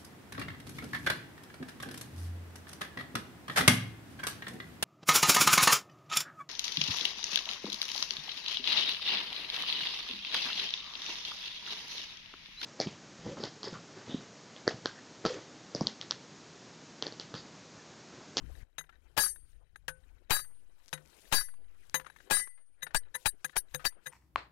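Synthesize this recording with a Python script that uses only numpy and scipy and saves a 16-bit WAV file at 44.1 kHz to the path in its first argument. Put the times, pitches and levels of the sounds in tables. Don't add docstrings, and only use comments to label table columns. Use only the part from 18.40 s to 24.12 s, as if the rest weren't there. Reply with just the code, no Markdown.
import sys
import numpy as np
from scipy import signal
from scipy.io import wavfile
from scipy.ndimage import uniform_filter1d

SR = 44100
rng = np.random.default_rng(int(sys.argv[2]) if len(sys.argv) > 2 else 0)


def persist_wave(psi):
    counts = np.round(np.clip(psi, -1, 1) * 32767).astype(np.int16)
    wavfile.write(sys.argv[1], SR, np.atleast_2d(counts).T)


N = 252252

TUBE_HZ = np.array([1655, 1760, 1995, 3020, 3795, 3898, 4613, 5066, 5663, 6410, 6465, 7203, 7508, 8188, 8533, 8739, 8974, 9296, 9342, 10028, 10555, 11150, 11430, 11885, 12005, 12850, 13165, 13742, 13940, 14251, 14800, 15200, 15590, 4625])
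# (level on a drop [dB], level on a lift [dB], t60 [s])
TUBE = [(1.5, 3, .14), (-13, -6, 0.21), (-24.5, -17, 0.34), (-28, -24.5, 0.23), (-21, -2.5, 0.2),
        (-4.5, 2.5, 0.14), (-1, -18.5, 0.17), (-9.5, -22.5, 0.13), (-12, -29.5, 0.21), (-20.5, -3, 0.26),
        (-12, -1, 0.2), (-13, -27.5, 0.17), (-6, -8.5, 0.15), (-13.5, -13.5, 0.19), (-16, -22.5, 0.28),
        (-14, -15.5, 0.36), (-3, -21, 0.18), (-39, -20, 0.92), (-1.5, -6.5, 0.19), (-18.5, -7, 0.36),
        (-9.5, -5, 0.27), (-15, -25, .22), (-27.5, -11, 0.37), (-3.5, -28.5, 0.15), (-16, -12, 0.15),
        (-31.5, -18.5, 0.28), (-38.5, -6, 0.37), (-21, -26, 0.27), (-18, -18, 0.093), (-30, -26, .24),
        (-16, -24.5, 0.16), (-15, -19.5, .14), (-14.5, -31, .09), (-54, -55.5, 0.72)]
# (pitch [Hz], level [dB], t60 [s])
ROD = [(151.6, 3, 0.31), (516.7, -0.5, 0.28), (980, -6, 0.2), (1510, 2, 0.2), (1836, -21, 0.25)]
RING_REGIONS_HZ = [1655, 1995, 5000, 9000, 14000]
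# (time [s], crack [dB], ring in the five regions [dB] x 5, forerunner [dB],
# sag [0-1], centre of the first slice after the blow [s])
DROPS = [(0.7763, 2.5, -14, -17.5, -5.5, -9.5, -2.5, -34, 0.1, 0),
         (1.9065, -0.5, -12.5, -15.5, -15, -15.5, -9, -37.5, 0.67, 0),
         (2.9247, -2, -13.5, -15, -10.5, -15, -11.5, -39, 1, 0),
         (3.9092, -2, -13, -4.5, -13.5, -9, -14, -35.5, 0.3, 0),
         (4.5464, 18.5, 0, -8, -4.5, -3, -10, -58, 1, 0.00026),
         (4.8578, -8.5, -14, -19, -15.5, -12, -8, -52.5, 0.39, 0.011),
         (5.166, 12, -11, -14, -7, -12.5, -1, -39, 0.35, -0.0054),
         (5.452, 22.5, -3.5, 1, 3, -9, 0, -39.5, 0.36, -0.0054)]
# (time [s], crack [dB], ring in the five regions [dB] x 5, rod [dB],
# centre of the first slice after the blow [s])
LIFTS = [(0.3818, -40, -34.5, -27.5, -41, -44, -45, -60.5, 0),
         (1.481, -33, -32.5, -45, -59.5, -37, -52, -57.5, 0),
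         (2.529, -32.5, -60, -28.5, -36, -38.5, -53, -55, 0),
         (3.5427, -25, -26.5, -16, -23.5, -31.5, -24, -49, 0),
         (4.4298, -32, -18.5, -14, -32, -24.5, -39, -55, -0.011),
         (4.753, -24.5, -19.5, -14, -32.5, -21.5, -35, -50.5, -0.013),
         (5.0446, -38, -29.5, -25.5, -48, -30, -41, -61.5, 0.012),
         (5.347, -21.5, -12, -25, -23.5, -20, -27, -56, -0.0097),
         (5.669, -30.5, -22, -16.5, -34, -27.5, -40, -56, -0.013)]
# (pitch [Hz], level [dB])
CRACK = [(150, -15), (300, -8), (560, -22.5), (800, 2.5), (1200, -3.5), (1650, 3), (2100, -12), (2550, -2),
         (3300, -7), (7000, -13), (12000, -19), (17000, -22)]
# (pitch [Hz], t60 [s])
CRACK_T60 = [(150, .09), (800, .085), (3000, .065), (7000, .065), (11000, .055), (16000, .045)]
# (pitch [Hz], level [dB], t60 [s])
CLANG = [(303, -14.5, 0.031), (870.8, -4, 0.05), (2471, -3.5, 0.045)]
# (pitch [Hz], level [dB])
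THUD = [(30, -1.5), (90, 0), (300, -10.5), (800, -6.5), (1500, -42)]
# (time [s], level [dB], pitch [Hz], t60 [s])
RATTLES = [(0.409, -33.5, 1460, 0.012), (0.439, -49.5, 1760, 0.031), (0.492, -43.5, 1515, 0.032),
           (0.525, -60, 1700, 0.12), (0.881, -51, 1750, 0.048), (0.959, -44, 1650, 0.018),
           (1.358, -32.5, 1825, 0.014), (2.043, -51, 1700, 0.044), (2.576, -40.5, 1735, 0.032),
           (2.652, -56.5, 2180, 0.029), (3.085, -48, 1655, 0.031), (3.138, -50.5, 1014, .024),
           (3.597, -28, 1680, 0.019), (3.608, -41, 1580, 0.035), (3.645, -44, 1530, 0.032),
           (3.66, -45, 1460, .08), (3.665, -33, 1315, 0.019), (3.699, -37.5, 1520, 0.019),
           (3.761, -39.5, 1980, 0.024), (3.802, -43.5, 1804, 0.028), (4.072, -37.5, 1820, 0.02),
           (4.175, -60.5, 1910, 0.12), (4.466, -33.5, 1630, 0.038), (4.506, -47.5, 1680, 0.068),
           (5.094, -38, 1810, 0.019), (5.128, -56.5, 1620, 0.18), (5.394, -43.5, 1400, 0.14),
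           (5.522, -54, 1110, 0.042)]
# (delay after the blow [s], level [dB], t60 [s])
REBOUNDS = [(0.057, -30.5, 0.044), (0.084, -36, 0.051)]
# (pitch [Hz], level [dB])
CLACK = [(300, -47.5), (900, 12), (1700, 2), (3200, -6), (6000, -19), (9000, -24.5), (16000, -44.5)]
# (time [s], level [dB])
SNAPS = [(2.46, -45), (2.4815, -36.5), (2.486, -39), (2.492, -40), (2.66, -45), (2.6753, -46.5),
         (3.4975, -34.5)]
# (time [s], wind [dB], yard and sliding steel [dB])
OPENING = [(0.0, -57, -69), (0.038, -42, -65), (0.172, -51.5, -67), (0.232, -43, -63)]
# (time [s], wind [dB], yard and sliding steel [dB])
AIR = [(0.24, -71, -83.5), (0.42, -64, -79.5), (0.68, -60.5, -75.5), (0.93, -56, -80), (1.13, -61, -79),
       (1.4, -63.5, -83.5), (1.66, -59.5, -75), (1.86, -64, -76.5), (2.06, -64, -78.5), (2.26, -61, -78.5),
       (2.47, -70.5, -76), (2.73, -65.5, -70), (2.96, -63.5, -70), (3.14, -69.5, -79), (3.35, -62.5, -75.5),
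       (3.81, -65.5, -71.5), (3.95, -75.5, -62), (4.09, -79, -82), (4.27, -78, -89), (4.48, -68.5, -69.5),
       (4.7, -66.5, -76.5), (5.25, -71.5, -74.5), (5.37, -67, -74.5), (5.72, -76, -72.5)]
# (time of the peak [s], peak level [dB], rise [s], fall [s])
SWELLS = [(0.202, -69, 0.17, 0.026), (0.702, -87, 0.16, 0.15), (1.098, -82, 0.062, 0.063),
          (1.681, -87, 0.16, 0.14), (2.2, -85.5, 0.087, 0.11), (2.482, -75.5, 0.11, 0.16),
          (2.849, -65, 0.16, 0.15), (3.48, -75.5, 0.14, 0.15), (3.85, -73.5, 0.13, 0.035),
          (4.831, -66, 0.068, 0.014), (5.12, -73, 0.11, 0.017), (5.328, -72, 0.04, 0.044),
          (5.418, -70, 0.035, 0.04), (5.66, -74, 0.032, 0.06)]
# (pitch [Hz], level [dB])
WIND = [(7.1, -31), (12, 3), (54, -1), (115, -14), (151, -21.5), (211, -31.5), (300, -28.5), (390, -52),
        (660, -120)]
YARD = [(90, -29), (150, -14), (370, -2.5), (700, -9.5), (1100, -12.5), (1750, -13), (2600, -15),
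        (4000, -32.5), (5500, -57)]
RUSTLE = [(1180, -42), (2000, -9.5), (2180, -6.5), (3320, -5.5), (3860, -4), (5410, -6), (10800, -7.5),
          (13100, -9.5), (15000, -18.5)]
# (pitch [Hz], width [Hz], level [dB])
HUM = [(1510, 210, -1.5), (3120, 72, -8.5), (4840, 30, -26)]

LIMIT, CEILING = 0.075, 0.066
MIC_DB, EDGE_HZ = 5, 16000
SPED_FROM_S, SLICE_S, SPED_DB = 4.4, 0.02, 0.5
LEAD = 2205
DROP_RING, DROP_SKIP_S, RECOVERY_S = 0.96, 0.05, 0.19
LIFT_RING, LIFT_SKIP_S = 0.34, 0.019
PARTNER_ABOVE, PARTNER_DB, PARTNER_RING = 0.0095, -9, 0.45
REBOUND_HZ, RATTLE_TUBE_DB, SNAP_HZ = 1400, -33.5, 5550
HISS_DB = -91
TICKS_PER_S, TICKS_DB, HUM_DB = 30, -9.5, -8.5


def gain_of(db):
    return 10 ** (np.asarray(db) / 20)


def read(points, hz):
    f, value = np.transpose(points)
    return np.interp(np.log(hz + 1), np.log(f + 1), value)


def add(mix, time_s, sound):
    part = mix[round(time_s * SR):][:len(sound)]
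    part += sound[:len(part)]


def noise(n, colour, size, patchy_db=0., t60=None):
    hz = np.fft.rfftfreq(size, 1 / SR)
    t = np.arange(4 * n // size + 6) * size / 4 / SR
    real, imaginary, patches = rng.standard_normal((len(t), len(hz), 3)).T
    for axis in (0, 1):
        patches = uniform_filter1d(patches, size=9, axis=axis)
    level_db = read(colour, hz)[:, None] + patchy_db * patches / patches.std()
    spectra = (real + 1j * imaginary) * gain_of(level_db)
    overlap = 3 * size // 4
    rms = signal.istft(spectra, nperseg=size, noverlap=overlap)[1].std()
    if t60 is not None:
        spectra = spectra * gain_of(-60 * t / t60(hz)[:, None])
    return signal.istft(spectra, nperseg=size, noverlap=overlap)[1][:n] / rms


def ring(t, hz, db, t60, spread_db, beat_depth=0., bloom=1e-4, grip=1):
    phase, beat_phase, apart = rng.random((len(hz), 3)).T[..., None]
    worn = t + 0.31 * np.maximum(t - grip, 0)
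    start_db = db + spread_db * rng.standard_normal(len(hz))
    level = gain_of(start_db[:, None] - 60 * worn / t60[:, None])
    beat = 1 + beat_depth * np.cos(2 * np.pi * ((5 + 22 * apart) * t + beat_phase))
    sines = np.sin(2 * np.pi * (hz[:, None] * t + phase))
    return (level * beat * sines).sum(0) * (1 - np.exp(-t / bloom))


def air():
    t = np.arange(N) / SR
    time_s, *levels = np.concatenate([OPENING, AIR]).T
    wind_level, yard_level = (gain_of(np.interp(t, time_s, db)) for db in levels)
    return wind_level * wind() + yard_level * yard() + leaves(t)


def wind():
    return noise(N, WIND, size=4096, patchy_db=3.5)


def yard():
    wash = noise(N, YARD, size=512, patchy_db=4.5)
    return wash + gain_of(HUM_DB) * hum() + ticks()


def hum():
    out = np.zeros(N)
    for hz, width, db in HUM:
        mode = signal.lfilter(*signal.iirpeak(hz, hz / width, SR), rng.standard_normal(N))
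        out += gain_of(db) * mode / mode.std()
    return out


def ticks():
    touched = rng.random(N) < TICKS_PER_S / SR
    size = gain_of(4.0 * np.minimum(rng.exponential(1, N), 3)) * touched
    kind = rng.integers(0, 4, N)
    t = np.arange(2000) / SR
    out = np.zeros(N)
    for k in range(4):
        tap = ring(t, TUBE_HZ[:6], np.zeros(6), np.full(6, 0.035), spread_db=6.0)
        out += signal.oaconvolve(size * (kind == k), tap)[:N]
    return gain_of(TICKS_DB) * out


def leaves(t):
    rustle = gain_of(HISS_DB)
    for peak_s, db, rise, fall in SWELLS:
        rustle = rustle + gain_of(db) * np.exp(-((t - peak_s) / np.where(t < peak_s, rise, fall)) ** 2)
    crackled = rng.random(N) < 150 / SR
    grit = gain_of(3.5 * np.minimum(rng.exponential(1, N), 4)) * crackled
    flicker = 1 + 0.5 * signal.lfilter([1], [1, -.97], grit)
    hiss = noise(N, RUSTLE, size=256, patchy_db=3.0)
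    return rustle * hiss * flicker / np.sqrt(np.mean(flicker ** 2))


def strike(t, crack_db, mode_db, lasting, crack_lasting):
    tube_t60 = lasting * np.transpose(TUBE)[2]
    crack = noise(len(t), CRACK, size=128, t60=lambda f: crack_lasting * read(CRACK_T60, f))
    tube = ring(t, TUBE_HZ, mode_db, tube_t60, spread_db=3.5, beat_depth=0.51, bloom=0.0042,
                grip=0.11 * lasting)
    partners = ring(t, TUBE_HZ * (1 + PARTNER_ABOVE), mode_db + PARTNER_DB, PARTNER_RING * tube_t60,
                    spread_db=11.0, beat_depth=0.5, bloom=0.018)
    hz, db, t60 = np.transpose(CLANG)
    clang = ring(t, hz, db + crack_db, crack_lasting * t60, spread_db=3.5, beat_depth=0.73, bloom=0.00074)
    return limiter(gain_of(crack_db) * crack + tube + partners + clang)


def limiter(sound):
    keep = np.exp(-1 / (0.0049 * SR))
    power = signal.lfilter([1 - keep], [1, -keep], sound ** 2)
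    level = sound / np.sqrt(1 + power / LIMIT ** 2) / CEILING
    return CEILING * level / (1 + level ** 4) ** .25


def lift(time_s, crack_db, *rest):
    *ring_db, rod_db, centre = rest
    t = np.arange(round(.35 * SR)) / SR
    mode_db = np.transpose(TUBE)[1] + read(list(zip(RING_REGIONS_HZ, ring_db)), TUBE_HZ)
    knock = strike(t, crack_db, mode_db, LIFT_RING, crack_lasting=0.83)
    hz, db, t60 = np.transpose(ROD)
    rod = ring(t, hz, db + rod_db, t60, spread_db=7.5) * np.clip(t / 0.00064, 0, 1)
    return hurried(time_s, np.concatenate([np.zeros(LEAD), knock + rod]), centre, LIFT_SKIP_S)


def rattle(time_s, db, hz, t60):
    t = np.arange(round(.12 * SR)) / SR
    body = ring(t, hz * np.array([.9, 1.08]), np.array([-6., -6.]), np.array([t60, t60]), spread_db=3.5)
    puff = 0.37 * noise(len(t), CLACK, size=64) * gain_of(-60 * t / (1.25 * t60))
    _, lift_db, tube_t60 = np.transpose(TUBE)
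    tube = ring(t, TUBE_HZ, lift_db + RATTLE_TUBE_DB, 0.34 * np.minimum(tube_t60, .3), spread_db=7.0)
    return time_s, gain_of(db) * (body + puff + tube) * np.clip(t / 0.0027, 0, 1)


def drop(time_s, crack_db, *rest):
    *ring_db, fore_db, sag, centre = rest
    t = np.arange(round(.7 * SR)) / SR
    mode_db = np.transpose(TUBE)[0] + read(list(zip(RING_REGIONS_HZ, ring_db)), TUBE_HZ)
    blow = strike(t, crack_db, mode_db, DROP_RING, crack_lasting=0.9)
    thud = gain_of(-35.5 - 60 * t / 0.083) * noise(len(t), THUD, size=1024)
    blow = blow + thud * np.clip(t / 0.0039, 0, 1)
    blow = sagging(blow, sag) * np.clip((t[-1] - t) / 0.13, 0, 1)
    fore = gain_of(fore_db) * forerunner()
    sound = np.concatenate([np.zeros(LEAD - len(fore)), fore, blow])
    return hurried(time_s, sound, centre, DROP_SKIP_S)


def forerunner():
    t = np.arange(round(.0105 * SR)) / SR
    sweep = np.sin(2 * np.pi * np.cumsum(450 + 70000 * t) / SR) * gain_of(-60 * t / 0.1)
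    return (sweep + 0.67 * noise(len(t), CRACK, size=64)) * np.clip(t / 0.005, 0, 1)


def sagging(blow, sag):
    lag = np.exp(-1 / (.016 * SR))
    leak = np.exp(-1 / (RECOVERY_S * SR))
    pull = -np.clip(sag, 0, 1) * signal.lfilter([1 - lag], [1, -lag], abs(blow))
    return blow + signal.lfilter([1, -1], [1, -leak], pull)


def snap(time_s, db):
    t = np.arange(200) / SR
    fading = gain_of(db - 60 * t * SNAP_HZ / 6)
    return time_s, fading * np.sin(2 * np.pi * SNAP_HZ * t)


def hurried(time_s, sound, centre, skip):
    start_s = time_s - LEAD / SR
    if time_s < SPED_FROM_S:
        return start_s, sound
    n = np.arange(len(sound))
    out = np.zeros(len(sound))
    for k in range(-1, 9):
        place = ((n - LEAD) / SR - centre) / SLICE_S - k
        window = np.cos(np.pi / 2 * np.clip(place, -1, 1)) ** 2
        source = np.clip(n + round(max(k, 0) * skip * SR), 0, len(n) - 1)
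        out += window * sound[source]
    return start_s, gain_of(SPED_DB) * out


def scene():
    left = air()
    rebounds = []
    for time_s, *_ in DROPS:
        if time_s < SPED_FROM_S:
            rebounds += [(time_s + late, db, REBOUND_HZ, t60) for late, db, t60 in REBOUNDS]
    sources = ((lift, LIFTS), (rattle, RATTLES), (drop, DROPS), (rattle, rebounds), (snap, SNAPS))
    for source, table in sources:
        for row in table:
            add(left, *source(*row))
    return np.array([left, np.zeros(N)])


def record(dry):
    band_limit = signal.firwin(255, EDGE_HZ, window=("kaiser", 9), fs=SR)
    return signal.oaconvolve(gain_of(MIC_DB) * dry, band_limit[None], "same")


dry = scene()
out = record(dry)
persist_wave(out)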